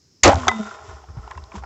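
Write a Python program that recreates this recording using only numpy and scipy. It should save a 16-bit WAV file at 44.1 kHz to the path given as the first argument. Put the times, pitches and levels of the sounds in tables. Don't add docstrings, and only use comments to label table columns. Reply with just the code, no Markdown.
import sys
import numpy as np
from scipy import signal
from scipy.fft import rfft, irfft
from scipy.io import wavfile
from scipy.ndimage import uniform_filter1d

SR = 44100
rng = np.random.default_rng(int(sys.argv[2]) if len(sys.argv) > 2 else 0)


def attenuation_scalar(level_db):
    decades = np.asarray(level_db, float) / 20
    return 10 ** decades


def waveform_to_disk(signal):
    frames = np.transpose(np.atleast_2d(signal))
    scaled = np.clip(frames, -1, 1) * 32767
    samples = np.round(scaled).astype(np.int16)
    wavfile.write(sys.argv[1], SR, samples)


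N = 72765


def unit_rms(x):
    return x / np.sqrt(np.mean(x ** 2) + 1e-20)


def curve(table, column):
    columns = np.transpose(table)
    return np.interp(np.arange(N) / SR, columns[0], columns[column])


def span(table):
    t = np.arange(N) / SR
    opening = np.clip((t - table[0][0]) / 0.0018, 0, 1)
    closing = np.clip((table[-1][0] - t) / 0.042 + 1, 0, 1)
    return opening * closing


def coloured(x, points):
    f, db = np.transpose(points)
    hz = np.fft.rfftfreq(len(x), 1 / SR) + 1
    gain = attenuation_scalar(np.interp(np.log(hz), np.log(f), db, -60, -90))
    return unit_rms(irfft(rfft(x) * gain, len(x)))


def add(mix, s, sound):
    part = mix[round(s * SR):][:len(sound)]
    part += sound[:len(part)]


def resonate(x, hz, width):
    r = np.exp(-np.pi * width / SR)
    return signal.lfilter([1 - r, 0, r - 1], [1, -2 * r * np.cos(2 * np.pi * hz / SR), r * r], x)


def resonate_twice(x, hz, width):
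    return unit_rms(resonate(resonate(x, hz, width), hz, width))


def clicks(per_s, spread_db):
    chance, sign, size = rng.random((N, 3)).T
    return (chance < per_s / SR) * np.sign(sign - .5) * attenuation_scalar(-spread_db * np.log(size + 0.01))


def ringing(t, modes):
    return sum(attenuation_scalar(db - 60 * t / t60) * np.sin(2 * np.pi * hz * t) for hz, db, t60 in modes)


def knock(peaks, db, rise_s, hold_s, t60):
    t = np.arange(0, .12, 1 / SR)
    chatter = rng.standard_normal(len(t)) * (rng.random(len(t)) < .2)
    body = unit_rms(sum(attenuation_scalar(level) * resonate_twice(chatter, hz, 2 * width) for hz, width, level in peaks))
    return np.minimum(t / rise_s, 1) ** 2 * attenuation_scalar(db - 60 * np.maximum(t - hold_s, 0) / t60) * body


def wooden_knocks(table):
    out, t = np.zeros(N), np.arange(0, .08, 1 / SR)
    noise = rng.standard_normal((len(table), len(t)))
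    for (s, db, hz, t60, treble_db), n in zip(table, noise):
        mode = np.sin(2 * np.pi * hz * t) + .45 * resonate_twice(n, hz, 800)
        tick = resonate_twice(n, 3600, 6500) * attenuation_scalar(treble_db - 60 * t / .006)
        rise_s, hold_s = .0012, .003
        shape = np.minimum(t / rise_s, 1) * attenuation_scalar(-60 * np.maximum(t - hold_s, 0) / t60)
        add(out, s, attenuation_scalar(db) * (shape * mode + tick))
    return out


# (frequency [Hz], density [dB per Hz])
OPEN_AIR = [(18, -50), (30, -33), (75, -0.5), (243, -9), (372, -6.5), (639, -24), (3390, -28.5),
            (5430, -12), (8300, -27), (10800, -54), (18300, -120)]


def pond():
    air_db, insect_db, throb_db = -60.5, -69.5, 1
    air_noise, wings, drift = rng.standard_normal((N, 3)).T
    throb = attenuation_scalar(throb_db * unit_rms(uniform_filter1d(drift, 900)))
    insects = resonate_twice(wings, 5160, 270)
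    return attenuation_scalar(air_db) * coloured(air_noise, OPEN_AIR) + attenuation_scalar(insect_db) * throb * insects


# (time [s], level [dB], pitch [Hz], length [s])
THUMPS = [(0.228, -10.5, 61.9, 0.062), (0.258, -6, 89.3, 0.047), (0.321, -12.5, 77.3, .09),
          (.275, -13.5, 202, 0.026), (0.289, -16.5, 282, 0.034), (.345, -17.5, 84.1, 0.09),
          (0.461, -23, 85, 0.055), (0.58, -46, 68.7, 0.091), (0.771, -43, 78.3, 0.22),
          (0.881, -29, 79.4, 0.037), (0.914, -31.5, 68.8, 0.076), (0.982, -43, 64, 0.15),
          (1.079, -29, 80, 0.06), (1.12, -31.5, 71.4, 0.062), (1.168, -21, 115, 0.019),
          (1.181, -25.5, 61.6, 0.032), (1.216, -32, 59.6, 0.072), (1.3, -37, 69, 0.03),
          (1.351, -28, 77.3, 0.068), (1.415, -31.5, 66, 0.042), (1.465, -40, 70, 0.028),
          (1.497, -45, 65, .05), (1.539, -32, 347, 0.017), (1.54, -29.5, 197.4, 0.039),
          (1.562, -26.5, 75, 0.046), (1.591, -28.5, 66.5, 0.067)]


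def low_thumps():
    out = np.zeros(N)
    noise = rng.standard_normal((len(THUMPS), 9000))
    for (s, db, hz, length), n in zip(THUMPS, noise):
        u = np.arange(0, min(2 * length, .2), 1 / SR) / length
        rough = unit_rms(resonate(n, 1.55 * hz, 47))[:len(u)]
        swing = np.sin(2 * np.pi * hz * length * u) + 0.15 * rough
        swell = 30 * u ** 2 * np.exp(-5 * u) * np.cos(u * np.pi / 4)
        add(out, s, attenuation_scalar(db) * swell * swing)
    return out


# (time [s], peak level [dB], pitch [Hz], t60 [s], treble [dB])
HAND_CREAKS = [(.895, -41, 935, 0.033, -20), (1.018, -51, 891, 0.018, -25), (1.038, -41, 747, 0.051, -24),
               (1.086, -44, 1163, .03, -21), (1.169, -41, 931, 0.029, -26.5), (1.184, -40, 800, 0.017, -27),
               (1.23, -44, 1300, 0.059, -28), (1.2762, -30.5, 923, 0.0099, -36),
               (1.2775, -58, 2220, .015, -30), (1.306, -33.5, 824, .03, -31),
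               (1.311, -35, 1923, 0.015, -1.5), (1.312, -44, 3200, 0.0073, -32.5),
               (1.3145, -31.5, 1054, 0.055, -20), (1.3505, -38, 1300, 0.017, -37),
               (1.351, -48, 2000, 0.013, -20), (1.3758, -29, 1002, 0.023, -9.5),
               (1.377, -55, 2250, 0.017, -22), (1.379, -50.5, 2690, 0.038, -25),
               (1.4396, -45, 1010, 0.018, 7), (1.5175, -36.5, 923, 0.027, -27),
               (1.518, -46.5, 2350, .012, -21), (1.5225, -41, 1000, .03, -33),
               (1.539, -40, 1005, 0.024, -20), (1.554, -32, 947, 0.031, -24),
               (1.58, -35.5, 1100, 0.029, -15), (1.593, -43.5, 1096, .06, -28),
               (1.6235, -40, 840, 0.026, -37), (1.6358, -28.5, 800, 0.025, -21),
               (1.637, -37, 1395, .018, -30)]


def creaks():
    return wooden_knocks(HAND_CREAKS)


# (time [s], turning tone [Hz], level [dB])
SPOOL_TURN = [
    (.33, 274.6, -33.5),
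    (.43, 249.8, -38),
    (.504, 230.1, -40.5),
    (.566, 218.2, -28.5),
    (.588, 218, -33),
    (.603, 216.5, -21.5),
    (.64, 206, -39),
    (.67, 213.5, -41),
    (.72, 221, -62),
]
# (multiple of turning tone, level [dB])
FRAME_BUZZ = [(2, -35), (3, -36)]
# (time [s], reel rattle [dB], line hiss [dB])
LINE_RUN = [(.3, -26, -58), (.4, -36.5, -43), (.52, -34.5, -47), (.58, -41, -47), (.67, -41, -48.5),
            (.755, -40, -52.5), (.775, -47, -58), (.8, -43.5, -59), (.9, -45, -51.5), (.99, -50, -61),
            (1.14, -56, -70), (1.24, -48.5, -62), (1.34, -48.5, -63), (1.49, -53.5, -66),
            (1.535, -48, -58.5), (1.56, -41.5, -46), (1.6, -52.5, -57.5), (1.65, -43, -98)]
# (frequency [Hz], width [Hz], level [dB])
HOUSING = [(411.6, 51, 8.5), (642.6, 25, 7.5), (800, 47, 9.5), (1050, 60, 12), (1300, 120, 12),
           (1680, 130, -2.5)]
# (frequency [Hz], density [dB per Hz])
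LINE_HISS = [(1000, -41), (1800, 3.5), (2500, -2), (3400, -0.5), (4300, -7.5), (5400, -2.5), (7600, -3.5),
             (8600, -22.5)]
# (time [s], level [dB])
HANDLE = [
    (.6, -45),
    (.66, -46.5),
    (.72, -42),
    (.765, -57),
    (.8, -80),
]


def reel():
    t = np.arange(N) / SR
    turn = 2 * np.pi * np.cumsum(curve(SPOOL_TURN, column=1)) / SR
    tone = np.sin(turn) * attenuation_scalar(curve(SPOOL_TURN, column=2)) * span(SPOOL_TURN)
    buzz = sum(attenuation_scalar(db) * np.sin(k * turn) for k, db in FRAME_BUZZ)
    buzz = buzz * np.exp(-((t - .603) / .012) ** 2)

    knocks = clicks(per_s=810, spread_db=2.5)
    rattle = 0
    for hz, width, db in HOUSING:
        settle_db = -3 * (hz > 1200) * np.clip(10 * (t - 1.32), 0, 1)
        rattle = rattle + attenuation_scalar(db) * resonate_twice(knocks, hz, 2.2 * width) * attenuation_scalar(settle_db)
    rattle = unit_rms(rattle)
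    handle = resonate_twice(knocks, 1378, 120) * attenuation_scalar(curve(HANDLE, column=1)) * span(HANDLE)

    hiss = coloured(clicks(per_s=2000, spread_db=0), LINE_HISS)
    rumble = attenuation_scalar(-17) * resonate_twice(rng.standard_normal(N), 70, 60)
    running = (rattle + rumble) * attenuation_scalar(curve(LINE_RUN, column=1)) + hiss * attenuation_scalar(curve(LINE_RUN, column=2))
    return np.sqrt(2) * (tone + buzz) + running * span(LINE_RUN) + handle


# (frequency [Hz], width [Hz], level [dB])
STOP_PEAKS = [(1300, 400, 0.5), (1930, 89, -3), (3300, 400, -5), (4600, 260, -19.5), (5610, 230, -10),
              (6320, 480, -13.5), (7270, 230, -22)]
# (frequency [Hz], level [dB], t60 [s])
STOP_BODY = [(745, -4, 0.035), (1266, -6.5, 0.052), (395, -6, 0.024)]
# (frequency [Hz], level [dB], t60 [s])
METAL_RING = [(2013, -17, .16), (3661, -42, .8)]


def metal_stop():
    out, t = np.zeros(N), np.arange(0, .5, 1 / SR)
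    hit_s, ring_lag_s = .4812, .006
    add(out, hit_s, knock(STOP_PEAKS, db=-10.5, rise_s=0.0005, hold_s=0.0051, t60=0.019))
    add(out, hit_s, np.minimum(t / 0.0051, 1) * ringing(t, STOP_BODY))
    add(out, hit_s + ring_lag_s, np.minimum(t / 0.0062, 1) * ringing(t, METAL_RING))
    return out


# (time [s], peak level [dB], pitch [Hz], t60 [s], treble [dB])
NEAR_KNOCKS = [(0.2324, -19.5, 2058, 0.033, -33), (.2485, -8, 495, 0.015, -4.5),
               (.2565, -9, 450, 0.012, -9), (.262, -10.5, 700, 0.022, -20.5),
               (.2685, -9.5, 880, 0.028, -11.5), (.2795, -6, 781, 0.038, -1.5),
               (.2915, -2.5, 670, 0.022, -27.5), (.293, -23, 2870, .012, -20),
               (.283, -12.5, 600, 0.034, -24), (.3005, -9, 800, 0.075, -28),
               (.3145, -29.5, 750, .02, -6.5), (.318, -31.5, 710, .02, 1),
               (.3215, -13, 653, 0.012, -19.5), (.3305, -12, 800, 0.025, -15.5),
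               (.3435, -20.5, 800, 0.024, -4), (.357, -24, 745, 0.04, 1.5),
               (.4325, -27.5, 1050, 0.022, -21), (.452, -30, 1140, 0.048, -22),
               (0.4705, -18, 800, 0.0061, -9.5), (.4745, -19.5, 1070, 0.045, -26),
               (0.4813, -17, 1232, .026, 11), (.4815, -16, 5950, 0.006, -4),
               (.491, -16.5, 1085, 0.02, -28), (.5145, -20.5, 930, 0.02, -10.5),
               (0.671, -31, 1334, 0.015, -23), (0.693, -40.5, 1300, 0.028, 3.5),
               (0.711, -34, 1350, 0.035, -6), (.786, -38, 677, 0.056, -25),
               (.787, -41, 1300, 0.051, -20)]


def slaps_and_knocks():
    return wooden_knocks(NEAR_KNOCKS)


# (frequency [Hz], width [Hz], level [dB])
LATCH_PEAKS = [(1332, 130, -27), (2075, 240, 4), (2910, 75, -5.5), (3550, 100, -8), (4830, 330, -0.5),
               (6290, 710, 6.5), (6920, 100, -5.5), (6920, 66, -12.5)]
# (time [s], level [dB])
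STOCK_SHAKE = [
    (.236, -19),
    (.25, -16),
    (.283, -10),
    (.305, -20.5),
    (.318, -24.5),
    (.336, -24),
    (.35, -43),
    (.385, -27.5),
    (.42, -62),
]
# (frequency [Hz], level [dB], t60 [s], extra fade once bands are slack [dB/s])
STOCK_MODES = [(230.5, -13.5, 0.22, 292.5), (323, 5.5, 0.013, 252), (456.7, -0.5, 0.037, 147.5),
               (555, 4, 0.025, 61), (665.4, -1.5, 0.32, 4.5), (796, -4, 0.009, 1), (920, -17, 0.013, 24.5),
               (1043, -6.5, 0.054, 60), (1200, -30, .04, 101.5)]
# (frequency [Hz], density [dB per Hz])
RAIL_RASP = [(530, -36), (900, -0.5), (1290, 3.5), (1590, -3.5), (2180, -2.5), (7150, -12), (8300, -22.5),
             (10800, -53), (18300, -120)]


def release():
    t = np.arange(N) / SR
    slack = np.clip(t - .275, 0, .08)
    slaps = clicks(per_s=700, spread_db=-1.5)
    wood = 0
    for hz, db, t60, fade in STOCK_MODES:
        wood = wood + attenuation_scalar(db) * unit_rms(resonate(slaps, hz, 1.2 / t60)) * attenuation_scalar(-fade * slack)
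    wood = unit_rms(wood)

    rasp_db, rasp_hold_s, rasp_fall_db_s = -12, 0.2637, 456.5
    rasp = coloured(clicks(per_s=4500, spread_db=2.7), RAIL_RASP)
    rasp = rasp * attenuation_scalar(rasp_db - rasp_fall_db_s * np.maximum(t - rasp_hold_s, 0))
    out = (wood * attenuation_scalar(curve(STOCK_SHAKE, column=1)) + rasp) * span(STOCK_SHAKE)
    add(out, .2325, knock(LATCH_PEAKS, db=-3.5, rise_s=0.0028, hold_s=0.0031, t60=0.054))
    return out


def bank_echo(near):
    level_db, t60 = -30.5, 0.65
    t = np.arange(SR // 2) / SR
    tail = rng.standard_normal(len(t)) * (t > .01) * attenuation_scalar(-60 * t / t60)
    return attenuation_scalar(level_db) * signal.fftconvolve(near, tail / np.linalg.norm(tail))[:N]


def scene():
    near = creaks() + reel() + metal_stop() + slaps_and_knocks() + release()
    return (pond() + low_thumps() + near + bank_echo(near))[None]


def top_cut(x):
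    return signal.sosfilt(signal.butter(12, 15760, fs=SR, output="sos"), x)


def record(dry):
    loaded = 1.09 * np.tanh(dry / 0.85)
    low_cut = signal.lfilter(*signal.butter(2, 30, "high", fs=SR), loaded)
    band_limit = signal.firwin(161, 7950, window=("kaiser", 8), fs=SR)
    narrow = 0.86 * signal.oaconvolve(low_cut, band_limit[None], "same")
    capped = narrow / (1 + narrow ** 20) ** .05
    hiss = attenuation_scalar(-81.5) * rng.standard_normal(dry.shape)
    return top_cut(capped + hiss)


dry = scene()
out = record(dry)
waveform_to_disk(out)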